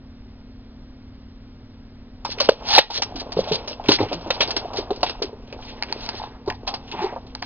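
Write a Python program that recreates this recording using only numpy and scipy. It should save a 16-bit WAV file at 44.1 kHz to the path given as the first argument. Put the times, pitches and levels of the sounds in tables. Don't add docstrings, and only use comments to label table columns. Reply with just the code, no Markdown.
import sys
import numpy as np
from scipy import signal
from scipy.fft import rfft, irfft, next_fast_len
from scipy.io import wavfile
from scipy.ndimage import uniform_filter1d

SR = 44100
rng = np.random.default_rng(int(sys.argv[2]) if len(sys.argv) > 2 else 0)


def invert_db(level):
    return 10 ** (np.asarray(level, dtype=float) / 20)


def wav_out(sig):
    wavfile.write(sys.argv[1], SR, np.round(np.clip(np.atleast_2d(sig).T, -1, 1) * 32767).astype(np.int16))


N = 328545

# (f/Hz, level/dB)
VARNISH = [(900, -16.5), (1400, -2.5), (2000, -8.5), (2600, 3), (3300, 0.5), (4300, -1), (5200, 0.5),
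           (6500, -4.5)]


def evened(x):
    return x / np.sqrt(np.mean(x ** 2) + 1e-20)


def read(points, hz):
    f, value = np.transpose(points)
    return np.interp(np.log(hz + 1), np.log(f + 1), value)


def add(mix, s, sound):
    part = mix[round(s * SR):][:len(sound)]
    part += sound[:len(part)]


def resonate(x, hz, width):
    r = np.exp(-np.pi * width / SR)
    return 2 * signal.lfilter([1 - r], [1, -r * np.exp(2j * np.pi * hz / SR)], x).real


def coloured(x, points):
    size = next_fast_len(len(x))
    gain = invert_db(read(points, np.fft.rfftfreq(size, 1 / SR)))
    return irfft(rfft(x, size) * gain, size)[:len(x)]


def slips(count, per_s, spread_db):
    when, sign, size = rng.random((3, count))
    return (when < per_s / SR) * np.sign(sign - 0.5) * invert_db(-spread_db * np.log(size + 0.0011))


def stroke(t, rise, t60):
    build = np.minimum(t / max(rise, 0.0003), 1) ** 0.74
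    return build * invert_db(-60 * np.maximum(t - rise, 0) / max(t60, 0.008))


def skid(db, hz, swell, fade):
    t = np.arange(-SR // 6, SR // 6) / SR
    clumps = evened(resonate(rng.standard_normal(len(t)), 0, 110))
    grit = slips(len(t), 1.4 * hz, 1.5) * invert_db(1.7 * clumps)
    share = 0.5 if hz > 1500 else 0.22
    band = resonate(resonate(grit, hz, share * hz), hz, 2 * share * hz)
    side_s = np.where(t < 0, max(swell, 0.003), max(fade, 0.003))
    return invert_db(db) * evened(band) * np.exp(-(t / side_s) ** 2)


def hum():
    motor = {12: -53, 13: -56, 14: -51, 15: -60.5, 16: -68, 20: -74, 26: -72.5}
    # (f/Hz, level/dB)
    rumble_colour = [(12, -11), (38, -3), (70, -10), (106, -11), (190, -20), (400, -24.5), (1000, -34.5),
                     (2500, -40.5), (5500, -40.5), (7000, -66)]
    # (f/Hz, width/Hz, level/dB)
    room_drone = [(37.5, 7.4, -53.5), (102.2, 7.9, -53.5)]
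    shaft_hz, rumble_db = 18.42, -43.5
    t = np.arange(N) / SR
    lines = np.zeros(N)
    for order, db in motor.items():
        waver = evened(resonate(rng.standard_normal(N), 0, 1.2))
        lines += invert_db(db + 3.5 + waver) * np.sin(2 * np.pi * (order * shaft_hz * t + rng.random()))
    rumble = invert_db(rumble_db) * evened(coloured(rng.standard_normal(N), rumble_colour))
    drone = sum(invert_db(db) * evened(resonate(rng.standard_normal(N), f, w)) for f, w, db in room_drone)
    return lines + rumble + drone


def drag():
    # (t/s, effort/dB, claws over pads/dB)
    scuffle = [(2.201, -66, -13), (2.43, -38.5, 2.5), (2.62, -45, -0.5), (2.75, -33.5, 14),
               (2.86, -44.5, 2.5), (3.28, -46, -5.5), (3.5, -35.5, -1), (3.75, -50, 1), (4.1, -43.5, -6.5),
               (4.45, -37, 0.5), (4.93, -46.5, -8.5), (5.12, -41.5, -2.5), (5.35, -57, -2),
               (5.69, -48.5, -4), (6.08, -42.5, 3), (6.48, -57, -9), (7.03, -50.5, 9.5), (7.45, -58.5, -15)]
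    # (f/Hz, width/Hz, level/dB)
    rub = [(850, 315, 13), (664, 210, 14), (1070, 110, -14.5)]
    # (f/Hz, width/Hz, level/dB)
    drag_body = [(110, 110, -11.5), (390, 264, -4.5), (470, 54, -6)]
    weight_db, weight_follows = -45.5, 0.44
    s, rub_db, claw_over_db = np.transpose(scuffle)
    claw_db = rub_db + claw_over_db
    body_db = weight_db + weight_follows * (rub_db + 44.0)
    t = np.arange(N) / SR
    claws = coloured(slips(N, 5000, 1.8), VARNISH)
    pads = sum(invert_db(db) * resonate(resonate(slips(N, 900, 1.8), f, w), f, 2 * w) for f, w, db in rub)
    body = sum(invert_db(db) * resonate(resonate(slips(N, 400, 4.7), f, w), f, w) for f, w, db in drag_body)
    out = np.zeros(N)
    # sound, level (dB), speed of its clumps (Hz), their depth (dB)
    for x, db, clump_hz, depth in ((claws, claw_db, 70, 2.5), (pads, rub_db, 50, 2.6), (body, body_db, 30, 2.4)):
        clumps = evened(resonate(rng.standard_normal(N), 0, clump_hz))
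        out += evened(x) * invert_db(np.interp(t, s, db, left=-120) + depth * np.tanh(clumps))
    return out


def tick(db, hz, length, rise, strike_db):
    # (f/Hz, width/Hz, level/dB)
    claw_ring = [(2020, 1100, -12.5), (4580, 670, -2), (3150, 3200, -14.5)]
    t = np.arange(SR // 5) / SR
    chatter = np.append(np.zeros(60), slips(len(t), 6000, 1.81) * stroke(t, rise, 0.91 * length))
    strike_at = 60 + round(0.31 * max(rise, 0) * SR)
    strike = signal.unit_impulse(len(chatter), strike_at) * invert_db(strike_db + 11.5)
    tones = claw_ring + [(hz, 600, -2)]
    ring = sum(invert_db(tone_db) * resonate(resonate(strike, f, w), f, 2 * w) for f, w, tone_db in tones)
    sound = 0.63 * coloured(chatter, VARNISH) + 2.0 * resonate(chatter, hz, 1100) + ring
    return invert_db(db + 7) * sound / abs(sound).max()


def nails():
    # (t/s, peak/dB, claw f/Hz, skid length/s)
    scratches = [(2.2474, -20, 5080, 0.13), (2.316, -22.5, 4400, 0.037), (2.383, -24, 2840, 0.059),
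                 (2.4, -8.5, 4580, 0.11), (2.4887, -6.5, 4364, 0.13), (2.672, -29, 3950, 0.12),
                 (2.782, 8.5, 3744, 0.099), (2.902, -15.5, 4160, 0.13), (3.019, -10, 5430, 0.075),
                 (3.156, -23.5, 4420, 0.14), (3.319, -23, 4580, 0.079), (3.437, -29, 4350, 0.16),
                 (3.475, -26.5, 3600, 0.32), (3.517, -13, 4190, 0.18), (3.674, -21, 5190, 0.18),
                 (3.8555, -28.5, 2520, 0.13), (3.8838, -5, 4100, 0.14), (3.985, -25, 2150, 0.38),
                 (4.115, -25.5, 2830, 0.15), (4.4045, -6, 3440, 0.13), (4.473, -21, 4870, 0.21),
                 (4.505, -15, 4720, 0.049), (4.769, -19, 4450, 0.19), (5.061, -22, 3180, 0.18),
                 (5.093, -19.5, 4440, 0.08), (5.221, -15, 4580, .13), (6.674, -16, 4350, 0.12),
                 (6.7385, -18.5, 4540, 0.087), (6.913, -23.5, 3000, 0.13)]
    # (t/s, peak/dB, claw f/Hz, skid length/s, click over chatter/dB)
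    clicks = [(3.917, -4, 4690, 0.084, -1), (4.086, -30.5, 2580, 0.26, 7.5), (4.129, -20, 4310, 0.11, 4.5),
              (4.304, -8.5, 3520, 0.072, -6), (4.564, -10, 4820, 0.12, 1),
              (4.905, -25.5, 4040, 0.076, -2.5), (5.03, -9, 4350, 0.12, 10.5),
              (5.526, -27.5, 2600, 0.12, 16.5), (5.824, -13.5, 4320, 0.015, 17),
              (5.834, -17, 2380, 0.071, 23.5), (5.8845, -33, 2100, 0.47, 1),
              (5.925, -12.5, 4300, 0.023, 17), (6.062, -24, 4680, 0.033, 18),
              (6.0892, -15, 4400, 0.069, 15), (6.226, -33.5, 3800, 0.23, 8.5), (6.46, -38.5, 4610, 0.17, 5),
              (6.5, -18, 2020, 0.036, 11.5), (6.523, -30, 2170, 0.086, 25.5), (7.35, -20, 4300, 0.02, 12.5),
              (7.425, -17.5, 1900, 0.11, 23.5)]
    # (t/s, peak/dB, claw f/Hz)
    grazes = [(3.187, -45.5, 4170), (3.365, -31.5, 3150), (3.8364, -33.5, 3000), (4.2078, -34, 4980),
              (4.731, -30, 4670), (4.927, -34, 4100), (4.957, -33.5, 4650), (5.005, -36, 4830),
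              (5.4716, -41.5, 3000), (5.498, -44.5, 2520), (5.621, -35.5, 2960), (5.681, -36.5, 2670),
              (6.474, -31, 4370), (6.667, -30, 4200), (6.876, -37, 3190), (7.264, -39.5, 4200),
              (7.294, -48, 3240), (7.371, -42.5, 2240), (7.39, -42, 4230), (7.42, -28, 4300)]
    # (peak t/s, level/dB, swell/s, fade/s)
    claw_slides = [(2.327, -30, 0.036, 0.014), (2.445, -25.5, 0.0057, 0.023), (2.712, -21, 0.037, 0.014),
                   (2.754, -14, 0.039, 0.063), (2.973, -19.5, 0.044, 0.018), (3.205, -29.5, 0.015, 0.018),
                   (3.409, -30, 0.036, .011), (3.486, -34.5, 0.011, 0.017), (3.559, -25, 0.021, 0.0061),
                   (3.73, -36, 0.03, 0.015), (3.944, -17, 0.042, .02), (4.011, -33, 0.012, 0.037),
                   (4.348, -31, 0.015, 0.015), (4.432, -23, .021, 0.0084), (4.768, -30.5, 0.0099, 0.037),
                   (5.682, -43.5, 0.08, 0.067), (6.039, -36.5, 0.052, 0.045), (6.179, -36.5, 0.049, 0.033),
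                   (6.55, -48, 0.012, 0.013), (7.04, -37, 0.031, 0.031)]
    scratch_rise_s, scratch_strike_db, click_rise_s = 0.004, 2.5, 0.0013
    graze_s, graze_rise_s, graze_strike_db = 0.16, 0.0035, -0.5
    strikes = [row + (scratch_rise_s, scratch_strike_db) for row in scratches]
    strikes += [row[:4] + (click_rise_s, row[4]) for row in clicks]
    strikes += [row + (graze_s, graze_rise_s, graze_strike_db) for row in grazes]
    claws = np.zeros(N)
    for s, *row in strikes:
        add(claws, s - 35 / SR, tick(*row))
    for s, db, swell, fade in claw_slides:
        add(claws, s - 1 / 6, skid(db, 4260, swell, fade))
    return claws


def thump(db, hz, t60, rise):
    # (f/Hz, width/Hz, level/dB)
    neighbours = [(370, 49, 1), (550, 160, 7), (820, 160, 5.5), (970, 94, -30.5)]
    rattle_db = -3.5
    t = np.arange(SR // 5) / SR
    push = slips(len(t), 1500, 3.3) * stroke(t, rise, t60)
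    push[round(max(rise, 0) * SR / 2)] += 2.5
    ring = resonate(resonate(push, hz, 0.25 * hz), hz, 2.2 * hz)
    for f, w, board_db in neighbours:
        ring = ring + invert_db(board_db - 14.0) * resonate(resonate(push, f, w), f, 3 * w)
    return invert_db(db + rattle_db) * ring / abs(ring).max()


def paws():
    # (t/s, peak/dB, board f/Hz, ring t60/s)
    landings = [(2.249, -17.5, 890, 0.13), (2.402, -13, 590, 0.091), (2.4872, 6, 500, 0.067),
                (2.7797, 4.5, 786, 0.12), (2.901, -15, 850, 0.12), (3.018, -21, 795, 0.054),
                (3.366, -13, 430, 0.23), (3.388, -17.5, 534, 0.049), (3.513, -15, 470, 0.41),
                (3.797, -22.5, 703, 0.16), (3.887, 1, 346, 0.13), (3.989, -15, 317, 0.11),
                (4.004, -13.5, 296, 0.16), (4.118, -11, 593, 0.11), (4.302, -5, 514, 0.028),
                (4.404, -8.5, 610, 0.057), (4.561, -14, 476, 0.055), (4.652, -25.5, 650, 0.17),
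                (4.731, -19, 645, 0.33), (4.786, -17.5, 380, 0.17), (4.904, -11.5, 443, 0.13),
                (5.029, -3.5, 690, 0.062), (5.218, -17, 402, 0.14), (5.822, -27.5, 840, 0.17),
                (5.924, -18, 880, 0.022), (6.089, -28, 860, 0.072), (6.474, -13, 388, 0.082),
                (6.67, -18, 776, 0.4), (6.737, -21, 850, 0.12), (7.161, -17.5, 723, 0.083)]
    # (t/s, peak/dB, board f/Hz)
    toe_steps = [(2.376, -33, 450), (2.607, -22.5, 770), (2.682, -29.5, 829), (3.211, -23, 695),
                 (3.257, -26, 466), (3.318, -30, 645), (3.47, -23.5, 640), (3.671, -22.5, 544),
                 (3.712, -26, 560), (3.84, -20.5, 664), (4.263, -18, 283), (4.609, -23, 675),
                 (4.702, -20, 773), (4.865, -27, 675), (5.002, -29.5, 435), (5.29, -27.5, 440),
                 (5.325, -32, 437), (5.526, -27, 580), (5.585, -26.5, 790), (6.935, -21, 387),
                 (7.025, -31, 363), (7.123, -19.5, 696)]
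    # (t/s, peak/dB, board f/Hz)
    taps_of_toe = [
        (5.904, -27, 620),
        (5.943, -35.5, 415),
        (5.97, -34.5, 810),
        (6.198, -28, 850),
        (6.215, -28, 850),
        (6.237, -22.5, 880),
        (7.349, -26, 870),
        (7.423, -19.5, 840),
    ]
    # (peak t/s, level/dB, f/Hz, length/s)
    shoves = [(2.494, -9, 553, 0.0067), (2.595, -30, 129.7, 0.01), (2.731, -25, 850, 0.049),
              (2.789, -4.5, 534, 0.005), (3.158, -39, 274, 0.058), (3.392, -37, 116, 0.021),
              (3.52, -25.5, 158, 0.01), (3.896, -27, 110, 0.021), (3.917, -22.5, 370, 0.011),
              (3.987, -35, 2150, 0.014), (4.016, -24.5, 785, 0.03), (4.021, -31.5, 110, 0.034),
              (4.051, -32.5, 420, 0.018), (4.138, -33.5, 319, 0.034), (4.15, -37.5, 165, 0.064),
              (4.918, -38, 414, 0.0098), (5.237, -30, 390, 0.0084), (6.24, -39, 850, 0.04),
              (6.486, -37, 126, 0.024), (6.5, -33, 835, 0.03), (6.994, -38, 210, 0.04),
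              (7.01, -28.5, 850, 0.073), (7.041, -23, 386, 0.015), (7.101, -38, 374, 0.03),
              (7.044, -31.5, 2140, 0.072), (6.122, -40.5, 1950, 0.16), (5.824, -26.5, 1600, 0.0041),
              (6.335, -48, 1670, 0.042), (3.39, -29, 170, 0.022), (6.58, -42.5, 99, 0.038)]
    # (f/Hz, level/dB)
    planks = [(60, -3), (980, 0), (1250, -1), (2500, -13.5), (20000, -61.5)]
    landing_rise_s, step_rise_s = 0.003087, 0.0033
    step_t60_s, tap_t60_s = 0.18, 0.049
    boards = np.zeros(N)
    for s, *row in landings:
        add(boards, s + 0.00072, thump(*row, landing_rise_s))
    for s, *row in toe_steps:
        add(boards, s + 0.0011, thump(*row, step_t60_s, step_rise_s))
    for s, *row in taps_of_toe:
        add(boards, s, thump(*row, tap_t60_s, step_rise_s))
    for s, db, hz, length in shoves:
        add(boards, s - 1 / 6, skid(db, hz, length, 1.2 * length))
    return coloured(boards, planks)


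def blow(db, hz, length):
    sag, softness = 0.018, 1.69
    t = np.arange(-SR // 50, SR // 10) / SR
    u = np.maximum(1 + 1.61 * t / max(length, 0.001), 0)
    swell = (u * np.exp(1 - u)) ** softness
    return invert_db(db) * swell * np.sin(2 * np.pi * hz * t * (1 - sag * np.tanh(u - 1) / 2))


def blows():
    # (peak t/s, peak/dB, board f/Hz, length/s)
    toe_blows = [(2.2513, -16.5, 940, 0.0021), (2.293, -26.5, 530, 0.0022), (2.379, -30, 455, 0.005),
                 (2.4026, -18, 1124, 0.004), (2.4141, -18, 550, 0.0062), (2.4917, -1, 482, 0.005),
                 (2.518, -15, 534, 0.0073), (2.62, -35.5, 790, 0.0047), (2.685, -32, 890, 0.005),
                 (2.73, -27, 880, 0.004), (2.7463, -22.5, 860, 0.005), (2.7563, -16, 970, 0.0022),
                 (2.7657, -15.5, 743, 0.0037), (2.7807, 0, 788, 0.0036), (2.8137, -21, 820, 0.0031),
                 (2.903, -15.5, 850, 0.0027), (2.915, -19, 850, 0.0027), (3.0217, -18.5, 826, 0.0036),
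                 (3.124, -28, 730, 0.0027), (3.152, -27.5, 274, 0.0035), (3.1654, -28.5, 690, 0.0039),
                 (3.2154, -29, 658, 0.0037), (3.267, -25.5, 516, 0.0027), (3.322, -31, 676, 0.003),
                 (3.3709, -12, 442, 0.0045), (3.392, -6, 507, 0.0034), (3.4076, -18, 600, 0.0034),
                 (3.441, -29, 910, 0.0034), (3.475, -24, 627, 0.0039), (3.4884, -24, 740, 0.0043),
                 (3.5215, -15, 450, 0.0094), (3.548, -25, 500, 0.0054), (3.7125, -28, 560, 0.0042),
                 (3.799, -21.5, 780, 0.0032), (3.8925, 0.5, 343, 0.006), (3.912, -11.5, 405, 0.0056),
                 (3.9167, -11.5, 935, 0.0019), (3.9407, -20, 360, 0.0055), (3.988, -24, 800, 0.0023),
                 (4.0058, -8.5, 378, 0.0022), (4.0134, -10.5, 436, 0.0034), (4.0286, -14.5, 300, 0.0051),
                 (4.035, -15, 514, 0.0029), (4.116, -17.5, 545, 0.002), (4.134, -21, 330, 0.0056),
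                 (4.2629, -22.5, 517, 0.0014), (4.2663, -31, 370, 0.0024), (4.3053, -18, 477, 0.0045),
                  (4.3083, -18.5, 734, 0.0019), (4.4054, -17, 567, 0.0023), (4.42, -20, 910, 0.0034),
                  (4.429, -18, 620, 0.0033), (4.496, -22.5, 790, 0.0017), (4.505, -25.5, 1040, 0.0025),
                  (4.5625, -25, 447, 0.0041), (4.657, -22.5, 700, 0.0057), (4.789, -14.5, 398, 0.0048),
                  (4.9079, -19, 743, 0.0077), (4.9129, -12, 397, 0.0034), (4.9203, -19.5, 446, 0.0059),
                  (5.034, -7.5, 723, 0.0052), (5.067, -26, 870, 0.0034), (5.098, -21.5, 810, 0.0014),
                  (5.221, -14.5, 444, 0.0047), (5.234, -23, 450, 0.0047), (5.245, -20.5, 386, 0.0048),
                  (5.332, -28, 414, 0.0056), (5.528, -30, 544, 0.0044), (5.826, -21.5, 850, 0.0035),
                  (5.906, -29, 390, 0.0049), (5.926, -26, 910, 0.0043), (6.0906, -24.5, 907, 0.0054),
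                  (6.201, -25, 880, 0.0033), (6.218, -19, 820, 0.0021), (6.2385, -26, 830, 0.0015),
                  (6.4805, -17.5, 392, 0.0091), (6.495, -28, 850, 0.0021), (6.652, -35, 800, 0.0022),
                  (6.678, -19.5, 780, 0.003), (6.691, -24, 790, 0.0045), (6.74, -23.5, 835, 0.0039),
                  (7.0275, -22, 867, 0.016), (7.0292, -23, 370, 0.028), (7.127, -30, 610, 0.0033),
                  (7.163, -20, 770, 0.0013), (7.353, -29, 930, 0.0022), (7.423, -30, 840, 0.0028)]
    # (peak t/s, peak/dB, f/Hz, length/s)
    further_blows = [(2.4943, -10, 438, .004), (2.501, -16, 450, 0.0077), (2.4915, -13, 272, 0.0058),
                     (2.786, -5.5, 560, 0.0031), (2.7925, -3, 754, 0.0049), (3.5145, -13.5, 467, 0.0024),
                     (7.044, -20.5, 378, 0.02), (7.05, -28, 860, 0.0069), (3.898, -33, 90.4, 0.022),
                     (4.025, -26.5, 99, 0.023), (6.49, -31.5, 93, 0.019)]
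    # (peak t/s, peak/dB, claw f/Hz)
    catches = [(2.4023, -24, 2920), (2.405, -12.5, 4430), (2.4177, -16, 4420), (2.4891, -10, 3024),
               (2.4934, -17.5, 4270), (2.7103, -20, 4100), (2.7435, -18.5, 2584), (2.751, -19, 1687),
               (2.7512, -4, 4150), (2.7557, -9.5, 3270), (2.7714, -20, 3550), (2.7822, -1.5, 2450),
               (2.7864, -9.5, 3810), (2.7895, 2.5, 1826), (3.0222, -17.5, 2690), (3.5245, -14.5, 4240),
               (3.532, -18.5, 3100), (3.537, -21, 4100), (3.732, -27, 2850), (3.989, -22.5, 2100),
               (3.8882, -11.5, 2970), (3.8929, -17, 3960), (3.9218, -19.5, 3280), (3.9226, -21, 4520),
               (4.3084, -24, 3560), (4.409, -20.5, 2940), (4.4137, -12.5, 4400), (4.424, -17.5, 2680),
               (4.43, -14.5, 3760), (4.477, -25.5, 4750), (4.486, -24.5, 4440), (5.032, -17.5, 2840),
               (5.0343, -13.5, 4050), (5.8253, -18.5, 4400), (5.8259, -18.5, 2260), (5.9273, -20.5, 4400),
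               (6.5024, -29, 1820)]
    # (peak t/s, level/dB, f/Hz, swell/s, fade/s)
    grinds = [
        (2.759, -29, 1926, 0.044, 0.0087),
        (6.995, -38, 2400, 0.036, 0.061),
        (5.69, -44.5, 2600, 0.03, 0.04),
        (5.79, -51.5, 1800, 0.03, 0.034),
        (3, -30, 560, 0.021, 0.007),
    ]
    catch_s = 0.0017
    out = np.zeros(N)
    for s, *row in toe_blows + further_blows:
        add(out, s - 1 / 50, blow(*row))
    for s, db, hz in catches:
        add(out, s - 1 / 50, blow(db + 1.0, hz, catch_s))
    for s, *row in grinds:
        add(out, s - 1 / 6, skid(*row))
    return out


def room(x):
    # (f/Hz, t60/s)
    echo_t60 = [(200, 0.1), (800, 0.16), (2500, 0.2), (6000, 0.15)]
    taps = np.zeros(SR // 2)
    at = np.arange(200, len(taps) - 20, 20)
    taps[at + rng.integers(0, 20, len(at))] = rng.choice([-1., 1.], len(at))
    hz, t, z = signal.stft(taps, SR, nperseg=256)
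    decay = invert_db(-60 * t / read(echo_t60, hz)[:, None])
    tail = signal.istft(z * decay, SR, nperseg=256)[1]
    return signal.fftconvolve(x, tail / np.linalg.norm(tail))[:N]


def scene():
    dog = drag() + nails() + paws() + blows()
    mono = hum() + dog + invert_db(-15.5) * room(dog)
    return np.array([mono, mono])


def roll_off(x):
    return signal.sosfilt(signal.butter(12, 16000, fs=SR, output="sos"), x)


def record(dry):
    # (f/Hz, level/dB)
    band_edge = [(10, 0), (5650, 0), (6000, -2), (6350, -11), (6700, -20), (7000, -32), (8000, -80),
                 (22000, -100)]
    # (f/Hz, level/dB)
    top_band = [(10, -120), (5700, -120), (5790, 0), (22000, 0)]
    x = dry[0]
    power_db = 10 * np.log10(abs(uniform_filter1d(x ** 2, 600, origin=250)) + 1e-12)
    fall = np.arange(N) * 50.7 / SR
    held_db = np.maximum.accumulate(power_db + fall) - fall
    over_db = np.maximum(held_db + 8.5, 0)
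    x = x / invert_db(1.226 * uniform_filter1d(over_db, 400, origin=199))
    x = coloured(np.clip(x, -1.035, 1.035), band_edge)
    top = coloured(x, top_band)
    now = uniform_filter1d(top ** 2, 900)
    before = uniform_filter1d(top ** 2, 4001, origin=1500)
    x = x - top * uniform_filter1d(1. * (now < invert_db(3) * before), 64)
    size = next_fast_len(N)
    hz = np.fft.rfftfreq(size, 1 / SR)
    late = irfft(rfft(x, size) * np.exp(-2j * np.pi * hz * 3.75 / SR), size)[:N]
    return roll_off(np.clip([late, x], -1, 1))


dry = scene()
out = record(dry)
wav_out(out)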